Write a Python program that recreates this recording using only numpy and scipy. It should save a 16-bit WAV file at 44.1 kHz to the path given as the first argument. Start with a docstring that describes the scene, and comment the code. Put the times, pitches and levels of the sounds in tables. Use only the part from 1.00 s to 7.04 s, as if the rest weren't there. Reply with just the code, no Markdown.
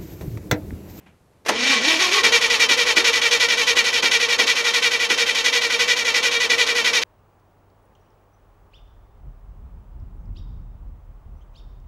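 """Soft rustles over quiet outdoor air, then a clack and a clunk: an old truck's starter cranks; it never fires.
The pinion clacks into the ring gear (filtered noise bursts) and drags the engine up to speed.
The gear whine is made tooth by tooth. Each compression slows the crank and presses the teeth together,
so at speed the whine sags and swells eleven times a second, ringing the housing and the engine bay.
Rasping squeals, dull knocks and the noise of the churning, rocking engine join it, under the open bonnet."""
import sys
import numpy as np
from scipy import signal
from scipy.fft import rfft, irfft, next_fast_len
from scipy.io import wavfile

SR = 44100
rng = np.random.default_rng(int(sys.argv[2]) if len(sys.argv) > 2 else 0)


def dump(signal):
    """Clip the signal to [-1, 1] and save it as 16-bit WAV at the path in sys.argv[1]."""
    limited = np.clip(np.atleast_2d(signal).T, -1, 1)
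    pcm = np.round(limited * 32767).astype(np.int16)
    wavfile.write(sys.argv[1], SR, pcm)


N = 266187
TIME = np.arange(N) / SR   # seconds
FFT_SIZE = next_fast_len(N + SR)
HZ = np.maximum(np.arange(FFT_SIZE // 2 + 1) * SR / FFT_SIZE, 1)
PINION_TEETH = 9

# The slow compressions of the first turn. Each row: start in seconds, tooth rate at the start in Hz,
# fastest tooth rate in Hz, share of the stroke at which it is fastest (0-1), gear level there in dB.
FIRST_COMPRESSIONS = [(.48, 195.4, 279, .72, -14.5), (.8, 204.8, 323.5, .48, -15),
                      (.985, 317.2, 385, .25, -15), (1.103, 349.5, 415.8, .3, -15)]
# Crank speed once the first turn is over. Each row: time in seconds, speed in turns a minute.
CRANK_SPEED = [(1.2205, 162.1), (2, 168.93), (3.2, 167.96), (4.6, 171.55), (6.04, 170.06)]
# The drive takes up its slack with a knock. Each row: start in seconds, level in dB.
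SLACK_KNOCKS = [(1.24, -20.5), (1.695, -27), (1.969, -20.5), (2.768, -28), (3.03, -22.5), (3.393, -23),
                (4.104, -26), (5.505, -30.5)]


def from_db(db):
    """Turn decibels into a gain."""
    return 10 ** (np.asarray(db) / 20)


def rms_one(x):
    """Scale to an rms (average strength) of 1."""
    return x / np.sqrt(np.mean(x ** 2) + 1e-20)


def follow(rows, at=TIME):
    """Join the points of a table by straight lines, one curve for each column after the first."""
    first, *columns = np.transpose(rows)
    return [np.interp(at, first, c) for c in columns]


def response(points):
    """Gain at every frequency from a few points, falling 24 dB an octave past the last one."""
    hz, db = np.transpose(points)
    gain = from_db(np.interp(np.log(HZ), np.log(hz), db))
    return gain / np.maximum(HZ / hz[-1], 1) ** 4


def resonances(modes):
    """Power response of a set of resonances: each is a peak at its own pitch."""
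    power = 0
    for hz, width, db in modes:
        off_pitch = (HZ / hz - hz / HZ) * hz / width
        power = power + from_db(db) ** 2 / (1 + off_pitch ** 2)
    return power


def through(x, gain):
    """Filter that responds at once, never ahead (minimum phase), and keeps the power of white noise."""
    cepstrum = irfft(np.log(rms_one(gain) + 1e-6), FFT_SIZE)
    # folding the second half onto the first gives the minimum phase
    cepstrum[1:FFT_SIZE // 2] *= 2
    cepstrum[FFT_SIZE // 2 + 1:] = 0
    spectrum = rfft(x, FFT_SIZE) * np.exp(rfft(cepstrum))
    return irfft(spectrum, FFT_SIZE)[:N]


def noise():
    """White noise: every frequency equally strong."""
    return rng.standard_normal(N)


def drift(per_s):
    """Random wandering of rms 1, with per_s new values a second joined by straight lines."""
    return rms_one(np.interp(TIME * per_s, np.arange(N), noise()))


def burst(s, db, t60):
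    """Envelope of a blow that starts at once and dies away by 60 dB in t60 seconds."""
    return (TIME >= s) * from_db(db - 60 * np.maximum(TIME - s, 0) / t60)


def rustles(rise_s=.006):
    """Soft brushing before the key is turned: noise that rises fast and dies away."""
    # Each row: start in seconds, level in dB, time to fall 60 dB in seconds.
    brushes = [(0, -56, .6), (.06, -46.5, .2), (.32, -66, 0.74)]
    # Tone colour of the brushing. Each row: frequency in Hz, relative level in dB.
    colour = [(80, -18), (170, 15), (400, -1), (900, -2), (1400, -5), (2400, -4), (3200, -10), (4500, -22),
              (6000, -25), (12000, -34)]
    level = sum(burst(s, db, t60) * np.clip((TIME - s) / rise_s, 0, 1) for s, db, t60 in brushes)
    return level * through(noise(), response(colour))


def outdoor_air(level_db=-57.5):
    """Faint steady noise, strongest in the bass: the quiet yard."""
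    # Tone colour of outdoor air. Each row: frequency in Hz, relative level in dB.
    colour = [(25, -15), (50, -13), (75, -4.5), (150, -10.5), (300, -16.5), (450, -15.5), (900, -22.5),
              (1500, -29), (3000, -36), (6000, -39), (15000, -42)]
    return from_db(level_db) * through(noise(), response(colour))


def engagement(clunk_s=.495, clunk_db=-18, clunk_t60=0.24, rise_s=0.0027):
    """The solenoid pulls in, the pinion slams home and the block answers with a clunk."""
    # Blows of solenoid and pinion. Each row: start in seconds, level in dB, time to fall 60 dB in seconds.
    clacks = [(0.449, -39, 0.17), (0.46, -26.5, 0.3), (.483, -15.5, 0.071), (0.489, -11.5, 0.061)]
    # Tone colours of the clacks and of the clunk. Each row: frequency in Hz, relative level in dB.
    clack_colour = [(100, -24), (250, -8), (480, -1), (750, -4), (1100, -6), (1800, -3), (2600, -5),
                    (4000, -11.5), (6300, -12.5), (8000, -23.5), (11000, -23), (14500, -34), (15500, -40)]
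    clunk_colour = [(100, -14), (150, -20), (300, 3), (520, 3), (720, -10), (880, 7), (1270, -14),
                    (1700, -4), (2400, -6)]
    blows = sum(burst(s, db, t60) * np.clip((TIME - s) / rise_s, 0, 1) for s, db, t60 in clacks)
    clack = through(noise() * blows, response(clack_colour))
    clunk = through(noise() * burst(clunk_s, clunk_db, clunk_t60), response(clunk_colour))
    return clack + clunk


def turning(rise_s=0.033):
    """Gain that fades in as the starter begins to turn."""
    return np.clip((TIME - FIRST_COMPRESSIONS[0][0]) / rise_s, 0, 1)


def spin_up(end_hz=385, dip_db=-9, first_db=-9.5, roundness=1.9):
    """Tooth rate and gear level in the first turn: both swell after each compression and sink into the next."""
    starts, slow_hz, fast_hz, fastest_at, peak_db = np.transpose(FIRST_COMPRESSIONS)
    edges = np.r_[starts, CRANK_SPEED[0][0]]
    peaks = starts + fastest_at * np.diff(edges)
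    times = np.sort(np.r_[edges, peaks])
    rates_hz = np.r_[np.c_[slow_hz, fast_hz].ravel(), end_hz]   # slow and fast by turns
    tooth_hz = np.interp(TIME, times, rates_hz)
    from_peak = np.interp(TIME, times, np.arange(len(times)) % 2 == 0)   # 0 at a peak, 1 at an edge
    level_db = np.interp(TIME, peaks, peak_db) + dip_db * from_peak ** roundness
    # softer still at first contact
    return tooth_hz, level_db + np.interp(TIME, [starts[0], peaks[0]], [first_db, 0])


def load(share, peak_at):
    """Load on the teeth through one stroke, 0-1: it bites at once, swells to its peak and lets go."""
    bite_from, bite_to, release_end = 0.047, 0.093, 0.92   # shares of a stroke
    bite_share, release_curve = 0.79, 2.15
    bite = np.interp(share, [bite_from, bite_to], [0, bite_share])
    swell = (1 - bite_share) * np.minimum(share / peak_at, 1)
    release = np.clip((share - peak_at) / (release_end - peak_at), 0, 1) ** release_curve
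    return bite + swell - release


def surging(share, uneven=.13):
    """The crank springs forward as each compression passes, then is slowed by the next; in Hz of tooth rate."""
    size_hz, early, rise, hold, end = 50.91, .03, .08, .19, .72   # times are shares of a stroke
    surge = np.interp(share, [-early, rise, hold, end], [0, 1, 1, 0], period=1) - .5
    return size_hz * surge * (1 + uneven * drift(11))   # no two compressions are quite alike


def crank(waver=.009):
    """Tooth rate, gear level and rattle: the spin-up, then four compressions to every turn."""
    # The four compressions of a turn. Each row: lead as a share of a stroke, peak load in dB,
    # share of the stroke at which it peaks, tooth rate offset in Hz.
    compressions = [(0, 4, 0.28, -1), (.02, 4, 0.45, 10), (.05, 0.94, 0.44, 8), (.072, 1.1, .5, -6)]
    # Gear level at cranking speed, before the load. Each row: time in seconds, level in dB.
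    gear_level = [(1.2, -16.5), (4.3, -19.5), (6.04, -19)]
    ring_teeth = 168
    rattle_first_db, rattle_true_db, rattle_settle = 3.5, -3.5, 0.78   # settles over a share of each stroke
    slack_s, slack_lead_s, slack_db = .02, 0.0085, -8   # the gear goes slack just ahead of each knock

    lead, peak_db, peak_at, offset_hz = np.transpose(compressions)
    per_turn = len(compressions)
    running = TIME > CRANK_SPEED[0][0]
    rpm, = follow(CRANK_SPEED)
    even_strokes = per_turn * np.cumsum(running * rpm / 60) / SR
    strokes = even_strokes + np.interp(even_strokes, np.arange(per_turn) - lead, lead, period=per_turn)
    cylinder = strokes.astype(int) % per_turn
    share = strokes % 1

    middles = np.arange(per_turn) + .5
    cylinder_hz = np.interp(strokes, middles, offset_hz, period=per_turn)
    steady_hz = ring_teeth * rpm / 60 + surging(share) + cylinder_hz

    unloaded_db = -11
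    load_db = unloaded_db + (peak_db[cylinder] - unloaded_db) * load(share, peak_at[cylinder])
    steady_db = follow(gear_level)[0] + load_db

    early_hz, early_db = spin_up()
    slack = 0
    for s, _ in SLACK_KNOCKS:
        slack = slack + ((TIME > s - slack_lead_s - slack_s) & (TIME < s - slack_lead_s))
    tooth_hz = np.where(running, steady_hz, early_hz) * (1 + waver * drift(40))
    level_db = np.where(running, steady_db, early_db) + slack_db * slack
    rattle_db = np.interp(share * running, [0, rattle_settle], [rattle_first_db, rattle_true_db])
    return tooth_hz, level_db, rattle_db


def pinion_runout(teeth):
    """The pinion runs slightly out of true: a sine wave, -1 to 1, once a turn of the pinion."""
    return np.sin(2 * np.pi * teeth / PINION_TEETH)


def gear(teeth, level_db, rattle_db, jitter_s=.000022, scatter_db=2.0, slide=2.5, runout_db=1.06):
    """Each tooth lands with a click, a little early or late, then scrapes along its mate."""
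    landed = np.flatnonzero(np.diff(np.floor(teeth)))
    chance = rng.standard_normal((len(landed), 2))
    when = np.interp(np.floor(teeth[landed + 1]), teeth, TIME) + jitter_s * chance[:, 0]
    clicks = np.zeros(N)
    clicks[np.clip(np.round(when * SR).astype(int), 0, N - 1)] = from_db(scatter_db * chance[:, 1])
    scrape = rms_one(noise() * np.exp(-slide * (teeth % 1)))
    rattle = from_db(rattle_db)   # scrape against click
    mesh = (rms_one(clicks) + rattle * scrape) / np.sqrt(1 + rattle ** 2)
    bite_db = level_db + runout_db * pinion_runout(teeth)   # bites deeper once a turn
    return from_db(bite_db) * mesh


def soften(force, tooth_hz, soft_hz=9000, slow_hz=225, fast_hz=340):
    """Slow teeth meet gently, so their clicks lack the top treble."""
    soft = signal.sosfilt(signal.butter(2, soft_hz, fs=SR, output="sos"), force)
    hard = np.clip((tooth_hz - slow_hz) / (fast_hz - slow_hz), 0, 1)
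    return hard * np.roll(force, 1) + (1 - hard) * soft   # the hard clicks sit one sample later


def housing(force, ring_db=12):
    """The castings and the tin cover ring under the teeth: a broad response plus many narrow peaks."""
    # Broad response of the castings. Each row: frequency in Hz, relative level in dB.
    broad = [(200, -21), (450, -20), (800, -7), (1200, -16), (1700, 2.5), (2100, -14), (2600, 5.5),
             (4000, -1), (5000, 0), (6700, -1.5), (8000, -14), (11000, -17), (13500, -26), (16000, -58)]
    # Resonances of starter housing and flywheel cover. Each row: pitch in Hz, width in Hz, relative level in dB.
    ringing = [(911, 94, -10), (1103, 9.7, -3.5), (1228, 22, -7), (1390, 25, -6), (1522, 23, -3.5),
               (1866.5, 40, 2), (1979, 41, 3), (2164, 13, 2), (2345, 49.6, 7.5), (2453, 29, 0),
               (2687, 50, -3.5), (2812, 15, -0.5), (2916, 17, -3), (3114, 45, 2), (3263, 35, -1),
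               (3400, 45.1, -3), (3595, 48, -2), (3746, 63, -1), (3800, 33, -10), (4058, 64, -2.5),
               (4327, 75, -7), (4455, 69, -5), (4623, 40, -13), (4886, 49, -8.5), (5376, 50, -5.5),
               (5590, 38, -3.5), (5760, 80, -11), (6350, 57, -7), (6730, 37, -17.5)]
    power = response(broad) ** 2 + from_db(ring_db) ** 2 * resonances(ringing)
    return through(force, np.sqrt(power))


def engine_bay(x, t60=0.067, wet_db=-10, first_s=.002, spread=0.54):
    """Close metal faces smear each click; bonnet, wings and bulkhead add dense short reflections."""
    for path_s in (.0004, .0007, .0011, .0016):
        # an all-pass loop smears in time and leaves the tone colour alone
        loop = np.r_[1, np.zeros(round(path_s * SR)), -spread]
        x = signal.lfilter(loop[::-1], loop, x)
    t = TIME[:SR // 4]
    echoes = rng.standard_normal(len(t)) * from_db(-60 * t / t60) * (t > first_s)
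    wet = signal.fftconvolve(x, echoes / np.linalg.norm(echoes))[:N]
    return (x + from_db(wet_db) * wet) / np.sqrt(1 + from_db(wet_db) ** 2)


def whine(teeth, level_db, waver_db=2.5, wobble=0.51, rub_db=-29, load_share=0.39, runout_db=3.0):
    """The mesh shakes the block, and a panel rings on each time the tooth rate sweeps across its note."""
    # Shake at multiples of the tooth rate. Each row: multiple, relative level in dB while the motor
    # strains, relative level in dB at speed.
    multiples = [(1, -31, -41.5), (2, -36.5, -46), (3, -38, -45)]
    # Level of the block's shake. Each row: time in seconds, relative level in dB.
    shake_level = [(.53, -0.5), (.88, 1.5), (1.1, -0.5), (1.3, 1), (3.3, -1.5), (6.04, 0.5)]
    # A sheet-metal panel hums near the tooth rate. Each row: pitch in Hz, width in Hz, relative level in dB.
    panel = [(473.2, 20.36, 14)]
    strain_eases_s, strain_release_s = 1.168, 0.2   # the motor strains until the engine is up to speed
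    strain = np.clip(1 - (TIME - strain_eases_s) / strain_release_s, 0, 1)

    # the shake follows the load and the pinion's turn
    drive_db = follow(shake_level)[0] + load_share * (level_db - np.median(level_db))
    drive_db = drive_db + runout_db * pinion_runout(teeth)
    shake = 0
    for multiple, slow_db, fast_db in multiples:
        db = drive_db + strain * slow_db + (1 - strain) * fast_db + waver_db * drift(60)
        blur = multiple * wobble * drift(140)   # uneven teeth blur the higher multiples most
        shake = shake + from_db(db) * np.sin(2 * np.pi * multiple * teeth + blur)

    rub = from_db(drive_db + rub_db) * noise()
    push = (1 - 0.58 * strain) * (shake + rub)   # the panel is driven less during the strain
    hum = 0
    for hz, width, db in panel:
        hum = hum + from_db(db) * signal.lfilter(*signal.iirpeak(hz, hz / width, SR), push)
    return shake + hum


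def churning():
    """Pistons, valve gear and pumped air: broad noise with a slowly changing level."""
    # Tone colour of the churning. Each row: frequency in Hz, relative level in dB.
    colour = [(20, -55), (50, -40), (80, -9), (115, -11.5), (160, -12), (205, -2.5), (270, 1.5), (350, -1),
              (550, 5), (750, -1.5), (1100, 5.5), (1600, -3), (3000, -40.5)]
    # Level of the churning. Each row: time in seconds, level in dB.
    churn_level = [(.5, -35), (.75, -39), (1.35, -33.5), (4, -37), (6.04, -35)]
    return from_db(follow(churn_level)[0]) * through(noise(), response(colour))


def rocking():
    """The engine rocks on its mounts: a deep rumble of noise, strongest near 50 Hz."""
    # Tone colour of the rumble. Each row: frequency in Hz, relative level in dB.
    colour = [(15, -27), (32, -8), (50, 1), (66, -8), (100, -19), (200, -41)]
    # Level of the rocking. Each row: time in seconds, level in dB.
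    rumble_level = [(.55, -70.5), (1.3, -59), (3.3, -59), (3.8, -65), (6.04, -69)]
    return from_db(follow(rumble_level)[0]) * through(noise(), response(colour))


def squeal(middle_hz=1100, sag_hz_per_s=790, rough=0.89):
    """The gears squeal roughly as the motor gathers speed: sagging tones with a shaky phase."""
    # Each row: middle in seconds, seconds from the middle to silence on either side, peak level in dB.
    squeals = [(0.75, .1, -30), (1.035, .1, -28), (1.177, .09, -22.5)]
    out = 0
    for s, length, db in squeals:
        t = np.clip(TIME - s, -length, length)
        hz = middle_hz - sag_hz_per_s * t
        swell = np.cos(np.pi / 2 * t / length) ** 4
        phase = 2 * np.pi * np.cumsum(hz) / SR + rough * drift(220)
        out = out + from_db(db) * swell * np.sin(phase)
    return out


def knocks(t60=0.26):
    """Dull blows as the drive catches up with the flywheel: dying bursts of filtered noise."""
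    # Tone colour of the knocks. Each row: frequency in Hz, relative level in dB.
    colour = [(100, -35), (180, -11), (280, 0.5), (420, 1.5), (700, -6), (1500, -5.5), (4000, -15)]
    blows = sum(burst(s, db, t60) for s, db in SLACK_KNOCKS)
    return through(noise() * blows, response(colour))


def scene():
    """Starter gear, churning engine and the quiet yard, added together."""
    tooth_hz, level_db, rattle_db = crank()
    teeth = np.cumsum(tooth_hz) / SR   # teeth passed so far
    force = soften(turning() * gear(teeth, level_db, rattle_db), tooth_hz)
    starter = engine_bay(housing(force)) + turning() * whine(teeth, level_db) + squeal()
    engine = turning() * (churning() + rocking())
    mix = starter + engagement() + knocks() + engine + rustles() + outdoor_air()
    return mix[None]


def record(dry, top=1.1, dull_hz=13800, cutoff_hz=15750):
    """The deepest bass and the highest treble are rolled off, peaks are rounded and the top is cut steeply."""
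    dry = signal.sosfilt(signal.butter(2, 25, "high", fs=SR, output="sos"), dry)
    dry = dry / (1 + (dry / top) ** 4) ** (1 / 4)   # peaks bend over and never pass top
    dry = signal.sosfilt(signal.butter(4, dull_hz, fs=SR, output="sos"), dry)
    return signal.sosfilt(signal.ellip(12, .1, 90, cutoff_hz, fs=SR, output="sos"), dry)


dry = scene()
out = record(dry)
dump(out)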